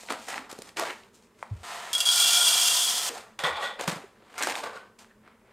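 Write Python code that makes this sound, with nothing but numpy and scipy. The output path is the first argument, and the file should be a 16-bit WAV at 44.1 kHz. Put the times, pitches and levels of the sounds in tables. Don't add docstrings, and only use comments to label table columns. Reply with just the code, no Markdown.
import sys
import numpy as np
from scipy import signal
from scipy.fft import rfft, irfft
from scipy.io import wavfile

SR = 44100
rng = np.random.default_rng(int(sys.argv[2]) if len(sys.argv) > 2 else 0)


def ratio_of_db(decibels):
    return 10 ** (np.asarray(decibels, float) / 20)


def wrap_up_sound(samples):
    columns = np.atleast_2d(samples).T
    tamed = np.clip(columns, -1, 1)
    steps = np.round(tamed * 32767).astype(np.int16)
    wavfile.write(sys.argv[1], SR, steps)


N = 243652
TIME_S = np.arange(N) / SR


def rms_one(x):
    return x / np.sqrt(np.mean(x ** 2) + 1e-20)


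def in_time(rows):
    s, *columns = np.transpose(rows)
    return [np.interp(TIME_S, s, column, left=-200, right=-200) for column in columns]


def spells(rows):
    rise_db, release_db_per_s = 27, 153
    crackle_steeper = 1.73
    s, rise, hold, body_db, crackle_db = np.transpose(rows)[:, :, None]
    t = np.arange(0, N + 64, 64) / SR
    rising_db = rise_db * np.maximum(s - t, 0) / np.maximum(rise, 1e-3)
    falling_db = release_db_per_s * np.maximum(t - s - hold, 0)
    below_db = rising_db + falling_db
    levels = (body_db - below_db, crackle_db - crackle_steeper * below_db)
    return [np.interp(TIME_S, t, np.maximum(db.max(axis=0), -200)) for db in levels]


def drift(steps_per_s):
    steps = np.arange(N) * steps_per_s / SR
    count = int(steps[-1]) + 2
    return np.interp(steps, np.arange(count), 1.2 * rng.standard_normal(count))


def colour(x, spectrum):
    hz, db = np.transpose(spectrum)
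    grid = np.maximum(np.fft.rfftfreq(4096, 1 / SR), 1)
    cepstrum = irfft(np.interp(np.log(grid), np.log(hz), db) * np.log(10) / 20)
    cepstrum[1:2048] *= 2
    cepstrum[2049:] = 0
    return signal.oaconvolve(x, irfft(np.exp(rfft(cepstrum))))[:N]


def resonance(x, hz, width_hz):
    r = np.exp(-np.pi * width_hz / SR)
    poles = [1, -2 * r * np.cos(2 * np.pi * hz / SR), r * r]
    return signal.lfilter([(1 - r * r) / 2, 0, (r * r - 1) / 2], poles, x + 1e-18)


def grains(per_s, spread_db, clump_db):
    knots = N // 256 + 2
    clumps = np.interp(np.arange(N) / 256, np.arange(knots), rng.standard_normal(knots))
    born = rng.random(N) < per_s / SR
    size_db = spread_db * np.minimum(rng.exponential(1, N), 5) + clump_db * clumps
    sizes = ratio_of_db(size_db) * rng.choice([-1, 1], N)
    return rms_one(sizes) * born / np.sqrt(np.clip(per_s / SR, 1e-4, 1))


def struck(clicks, modes, patchy_db, damping_db=0):
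    out = 0
    for hz, width, db in modes:
        strength = rng.uniform(.3, 1.7, N) * rng.choice([-1, 1], N)
        gain_db = db + patchy_db * drift(18) + damping_db * 3300 / hz
        push = clicks * strength * ratio_of_db(gain_db)
        out = out + resonance(resonance(push, hz, width), hz, 3.4 * width)
    return out


# f/Hz, level/dB
BAG_BODY = [(71, -54.5), (120, -18), (186, -16.5), (272, -22.5), (317, -12), (729, -0.5), (811, 0),
            (2210, -7.5), (4500, -18.5), (5850, -24.5), (9900, -120)]
# f/Hz, level/dB
BAG_CRACKLE = [(1470, -37), (2500, -4.5), (4740, -1), (6510, 0.5), (8790, -1), (10700, -11.5),
               (13800, -12.5), (15800, -27.5)]


def bag(levels, modes, ring_db, clicks, patchy_db):
    body_db, crackle_db = levels
    ring = rms_one(struck(clicks, modes, patchy_db))
    body = rms_one(colour(clicks, BAG_BODY)) + ratio_of_db(ring_db) * ring
    crackle = rms_one(colour(clicks, BAG_CRACKLE))
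    return ratio_of_db(body_db) * rms_one(body) + ratio_of_db(crackle_db) * crackle


# full level at t/s, rise t/s, hold t/s, body level/dB, crackle level/dB
HANDLING = [(0.0, .01, 0.075, -53, -52), (0.101, 0.034, 0.0084, -32.5, -41.5),
            (0.19, .05, 0.098, -56, -53.5), (0.286, 0.019, 0.012, -37.5, -41),
            (0.315, .01, 0.023, -36, -44.5), (0.365, .008, 0.014, -41, -49),
            (0.496, 0.014, 0.018, -46, -51.5), (0.56, .03, 0.13, -55.5, -59),
            (1.15, 0.057, 0.0053, -65, -57.5), (1.23, 0.089, 0.009, -71, -65.5),
            (1.39, 0.13, 0.049, -65.5, -65.5), (1.44, .01, 0.034, -58.5, -70),
            (1.6, 0.58, 0.034, -57.5, -63.5), (3.093, 0.0042, 0.089, -42, -48.5),
            (3.796, 0.019, .01, -33.5, -48), (3.812, 0.0081, 0.0017, -34, -41),
            (3.878, 0.014, 0.0017, -29, -32.5), (4.37, 0.33, 0.011, -48, -57.5),
            (4.38, .003, 0.004, -42.5, -39.5), (4.408, 0.0035, 0.011, -33, -44),
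            (4.424, 0.004, 0.01, -39, -33), (4.471, 0.0092, 0.029, -31, -37.5),
            (4.555, .006, 0.027, -36.5, -42), (4.989, 0.0078, 0.0069, -52, -53),
            (5.26, 0.087, 0.032, -57.5, -98), (5.52, 0.18, .01, -57, -85)]
# t/s, body level/dB, crackle level/dB
TEARING = [(0.762, -48, -62), (0.772, -32.5, -41.5), (0.85, -33.5, -44.5), (0.925, -37, -50),
           (0.945, -58, -61), (1.09, -64, -73)]


def handled_bag():
    facets = [(hz, 0.23 * hz, -1.5 * np.log2(hz / 400)) for hz in np.geomspace(270, 2100, num=10)]
    folds = grains(4500, spread_db=2.6, clump_db=1.9)
    levels = np.maximum(spells(HANDLING), in_time(TEARING))
    return bag(levels, facets, ring_db=1.0, clicks=folds, patchy_db=6.5)


# t/s, body level/dB, crackle level/dB
SLIDING = [(1.632, -44.5, -50.5), (1.709, -39.5, -46), (2.035, -43, -52.5), (2.177, -38, -41.5),
           (2.649, -37, -43.5), (2.893, -40.5, -42.5), (3.093, -39, -32.5)]
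# f/Hz, width f/Hz, relative level/dB
TIPPED_BAG = [(706.5, 41, 6), (992, 94, 5), (1280, 97, 4), (1804, 400, -0.5), (3000, 320, -5.5)]


def tipped_bag():
    beans = grains(5000, spread_db=-1.0, clump_db=0.0)
    return bag(in_time(SLIDING), TIPPED_BAG, ring_db=0.71, clicks=beans, patchy_db=0.5)


# t/s, click level/dB before the wall's gain, hardest-rung mode f/Hz, its level/dB
SINGLE_BEANS = [(1.931, 0, 3310, -27.5), (1.951, -4.5, 3310, -19), (1.9806, -4.5, 6925, -33.5),
                (2.0039, 3, 2770, -26.5), (2.0536, -3.5, 3310, -27.5), (2.0717, -7.5, 3310, -23),
                (2.089, 1, 3310, -16), (2.876, -5, 3310, -22.5), (2.9792, -2, 3310, -30.5)]


def favoured_modes():
    out, t = np.zeros(N), np.arange(SR // 5) / SR
    for s, _, hz, ring_db in SINGLE_BEANS:
        t60_s = 0.12 * 3310 / hz
        at = round(s * SR)
        out[at:at + len(t)] += ratio_of_db(ring_db - 60 * t / t60_s) * np.sin(2 * np.pi * hz * t)
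    return out


# t/s, level/dB
STREAM = [(1.935, -37.5), (2.04, -34.5), (2.052, -33), (2.06, -27.5), (2.095, -27), (2.118, -25),
          (2.148, -24), (2.54, -23), (2.794, -24.5), (3.068, -33), (3.093, -35)]
# t/s, level/dB at 3.3 kHz
HEAP = [(2.12, -1), (2.3, 0.5), (2.55, -0.5), (2.752, -4.5), (2.9, -9), (3.09, -20)]
# f/Hz, width f/Hz, relative level/dB
HOPPER = [(1402, 43, -11), (2345, 26, -10), (2770, 23, -6), (3182, 48, -9), (3310, 52, -1.5),
          (3460, 35, -10), (3480, 45, -8), (3970, 25, -9.5), (4684, 150, -14), (4775, 48, -8.5),
          (5270, 28, -7), (6890, 48, -12), (8620, 530, -12.5), (9840, 81, -17)]
# f/Hz, relative level/dB
HOPPER_WASH = [(880, -43), (1500, -14), (1860, -46), (2380, -17), (2580, -21.5), (3300, -1), (3790, -12),
               (4750, -7.5), (8490, -9.5), (14300, -21), (15800, -29)]


def hopper():
    clicks = ratio_of_db(in_time(STREAM)[0]) * grains(1600, spread_db=2.5, clump_db=-0.1)
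    for s, click_db, *_ in SINGLE_BEANS:
        clicks[round(s * SR)] += ratio_of_db(click_db)
    heap_db = np.interp(TIME_S, *np.transpose(HEAP))
    ring_gain = ratio_of_db(-1.0) / np.std(struck(np.ones(N), HOPPER, patchy_db=2.5))
    ring = ring_gain * struck(clicks, HOPPER, patchy_db=2.0, damping_db=heap_db)
    keep = ratio_of_db(-120 / (0.08 * SR))
    dying_power = signal.lfilter([1 - keep], [1, -keep], clicks ** 2)
    dying = np.sqrt(dying_power) * rng.standard_normal(N) + 0.27 * clicks
    wash_gain = ratio_of_db(-0.5) / np.std(colour(rng.standard_normal(N), HOPPER_WASH))
    wash = wash_gain * colour(dying, HOPPER_WASH)
    before_cut = np.arange(N) < STREAM[-1][0] * SR
    return kitchen(ring + wash + favoured_modes(), wet_db=-1.5) * before_cut


# full level at t/s, rise t/s, hold t/s, body level/dB, crackle level/dB
SHAKING = [(3.391, 0.0041, 0.0033, -33, -43.5), (3.438, 0.0054, 0.032, -24.5, -41),
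           (3.56, 0.044, 0.012, -33, -53.5), (3.635, 0.15, 0.015, -30.5, -44)]
# f/Hz, width f/Hz, relative level/dB
SHAKEN_BAG = [(527, 72, 3.5), (815, 43, -2.5), (1123, 95, 1), (1453, 60, -4), (1915, 100, 0),
              (2365, 73, -6.5), (3450, 310, -9)]


def shaken_bag():
    beans = grains(2500, spread_db=1.0, clump_db=0.0)
    return bag(spells(SHAKING), SHAKEN_BAG, ring_db=4.0, clicks=beans, patchy_db=5.0)


# t/s, peak level/dB of the pop, centre f/Hz, treble tick level/dB re that peak
SNAPS = [(0.033, -36.5, 380, -21), (0.087, -26, 1510, -25), (0.104, -20, 1270, -20),
         (0.11, -25.5, 436, -30), (0.123, -22.5, 860, -0.5), (0.288, -34, 1460, 0), (0.314, -32, 1380, -27),
         (0.342, -23, 1290, -18), (0.379, -19, 1190, -30), (0.502, -41, 700, -20), (0.514, -36, 1800, 6.5),
         (0.527, -31, 366, -2), (0.588, -31, 316, -4), (0.62, -39, 550, 12.5), (0.691, -35.5, 2280, -6),
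         (0.77, -21, 1490, -9), (0.796, -20.5, 830, 2.5), (0.902, -24.5, 1030, -28),
         (1.035, -42, 2200, -22), (1.427, -22.5, 800, -21.5), (3.391, -23, 1930, -8),
         (3.437, -18, 1070, -7), (3.81, -23, 430, 0), (3.878, -17.5, 960, -2.5), (4.341, -37.5, 990, -12),
         (4.379, -32.5, 1180, -6), (4.407, -24, 1140, -22), (4.4241, -19.5, 2600, -1),
         (4.471, -17.5, 676, -4), (4.554, -17.5, 2030, -18), (4.635, -30, 546, -25),
         (5.045, -41, 1298, -24.5), (5.277, -40.5, 1170, -18.5)]


def snaps():
    out, t = np.zeros(N), np.arange(1000) / SR
    noise = rng.standard_normal((len(SNAPS), 2, len(t)))
    treble = signal.butter(3, [2200, 10500], "band", fs=SR, output="sos")
    for (s, peak_db, hz, treble_db), (dull, sharp) in zip(SNAPS, noise):
        push = dull * ratio_of_db(-60 * t / 0.011)
        pop = resonance(resonance(push, hz, 0.65 * hz), hz, 2.0 * hz)
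        pop = signal.sosfilt(signal.butter(2, 4.9 * hz, fs=SR, output="sos"), pop)
        tick = signal.sosfilt(treble, sharp * ratio_of_db(-60 * t / 0.015))
        burst = pop / np.abs(pop).max() + ratio_of_db(treble_db) * tick / np.abs(tick).max()
        at = round(s * SR)
        out[at:at + len(t)] += ratio_of_db(peak_db) * burst
    return out


# full level at t/s, rise t/s, hold t/s, body level/dB, crackle level/dB
SETTLING = [(4.636, 0.017, 0.0061, -34, -46.5), (4.76, 0.18, 0.0056, -43, -56.5)]
# f/Hz, width f/Hz, relative level/dB
SET_DOWN_BAG = [(494, 130, 2), (1106, 120, 1.5), (1490, 160, -2.5)]


def set_down_bag():
    settling = grains(3300, spread_db=2.0, clump_db=-0.5)
    return bag(spells(SETTLING), SET_DOWN_BAG, ring_db=2.3, clicks=settling, patchy_db=-0.5)


# t/s, level/dB before onset and low cut, f/Hz, t60 t/s
KNOCKS_AND_SQUEAK = [(0.104, -28, 274, 0.07), (0.59, -18, 318, 0.015), (0.784, -30, 260, 0.046),
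                     (0.822, -21.5, 657, 0.083), (1.51, -18, 102, 0.13), (1.552, -21, 82, 0.057),
                     (1.599, -31, 83, 0.081), (3.104, -37.5, 469, 0.26), (3.434, -31, 159, 0.12),
                     (3.462, -26, 774, 0.098), (3.58, -25.5, 840, 0.12), (3.499, -43, 79, 0.24),
                     (3.625, -30.5, 1915, 0.3), (3.878, -12.5, 171.5, 0.052), (3.923, -21, 188, 0.038),
                     (3.958, -28.5, 170, 0.067), (4.038, -33.5, 397, 0.058), (4.768, -33.5, 1427, 0.073),
                     (4.802, -45, 1502, 0.15), (4.83, -53.5, 1530, 0.42)]


def knocks_and_squeak():
    out, t = np.zeros(N), np.arange(SR // 3) / SR
    for s, level_db, hz, t60 in KNOCKS_AND_SQUEAK:
        noise = rng.standard_normal(len(t))
        rattle = 0.1 * rms_one(resonance(resonance(noise, 0.54 * hz, 1.4 * hz), 0.63 * hz, 1.3 * hz))
        onset = 1 - np.exp(-t * hz)
        ring = ratio_of_db(level_db - 60 * t / t60) * (np.sin(2 * np.pi * hz * t) + rattle) * onset
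        low_cut = signal.butter(2, 0.49 * hz, "high", fs=SR, output="sos")
        at = round(s * SR)
        out[at:at + len(t)] += signal.sosfilt(low_cut, ring)
    return out


def kitchen(x, wet_db=0.):
    dull_t60_s, bright_t60_s, room_db = 0.25, 1.9 * 0.25, -10.5
    t = np.arange(SR // 2) / SR
    noise = rng.standard_normal(len(t))
    dull = signal.lfilter([.3], [1, -.7], noise)
    tail = dull * ratio_of_db(-60 * t / dull_t60_s) + 1.8 * noise * ratio_of_db(-60 * t / bright_t60_s)
    tail = tail * (t > .004)
    return x + ratio_of_db(room_db + wet_db) * signal.oaconvolve(x, tail / np.linalg.norm(tail))[:N]


# f/Hz, level/dB
ROOM_TONE = [(15, -48), (25, -5.5), (55, -14.5), (126, -6), (141, -19.5), (222, 2.5), (269, -15),
             (361, -11.5), (392, -5.5), (637, -14), (710, -32), (929, -14.5), (4100, -35), (8490, -34),
             (15800, -41.5)]


def room_tone():
    return ratio_of_db(-61) * rms_one(colour(rng.standard_normal(N), ROOM_TONE))


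def scene():
    bags = handled_bag() + tipped_bag() + shaken_bag() + set_down_bag()
    heard = kitchen(bags + snaps()) + hopper() + knocks_and_squeak() + room_tone()
    return np.array([heard, heard])


def low_pass(x):
    return signal.sosfilt(signal.butter(12, 16460, fs=SR, output="sos"), x)


def record(dry):
    scramble = rng.standard_normal(600) * ratio_of_db(-60 * np.arange(600) / 600)
    scrambled = signal.oaconvolve(dry[0], scramble / np.linalg.norm(scramble))[:N]
    bright = signal.lfilter([1, -.55], [1], scrambled)
    bright = signal.sosfilt(signal.butter(1, 230, "high", fs=SR, output="sos"), bright)
    flicker = ratio_of_db(-21 + 4.0 * drift(30)) * drift(12)
    side = flicker * bright * [[1], [-1]]
    hiss = ratio_of_db(-75) * signal.lfilter([.45], [1, -.65], rng.standard_normal(dry.shape))
    top_cut = signal.cheby2(12, 60, 16700, fs=SR, output="sos")
    mix = signal.sosfilt(top_cut, dry + side + hiss)
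    return low_pass(mix)


dry = scene()
out = record(dry)
wrap_up_sound(out)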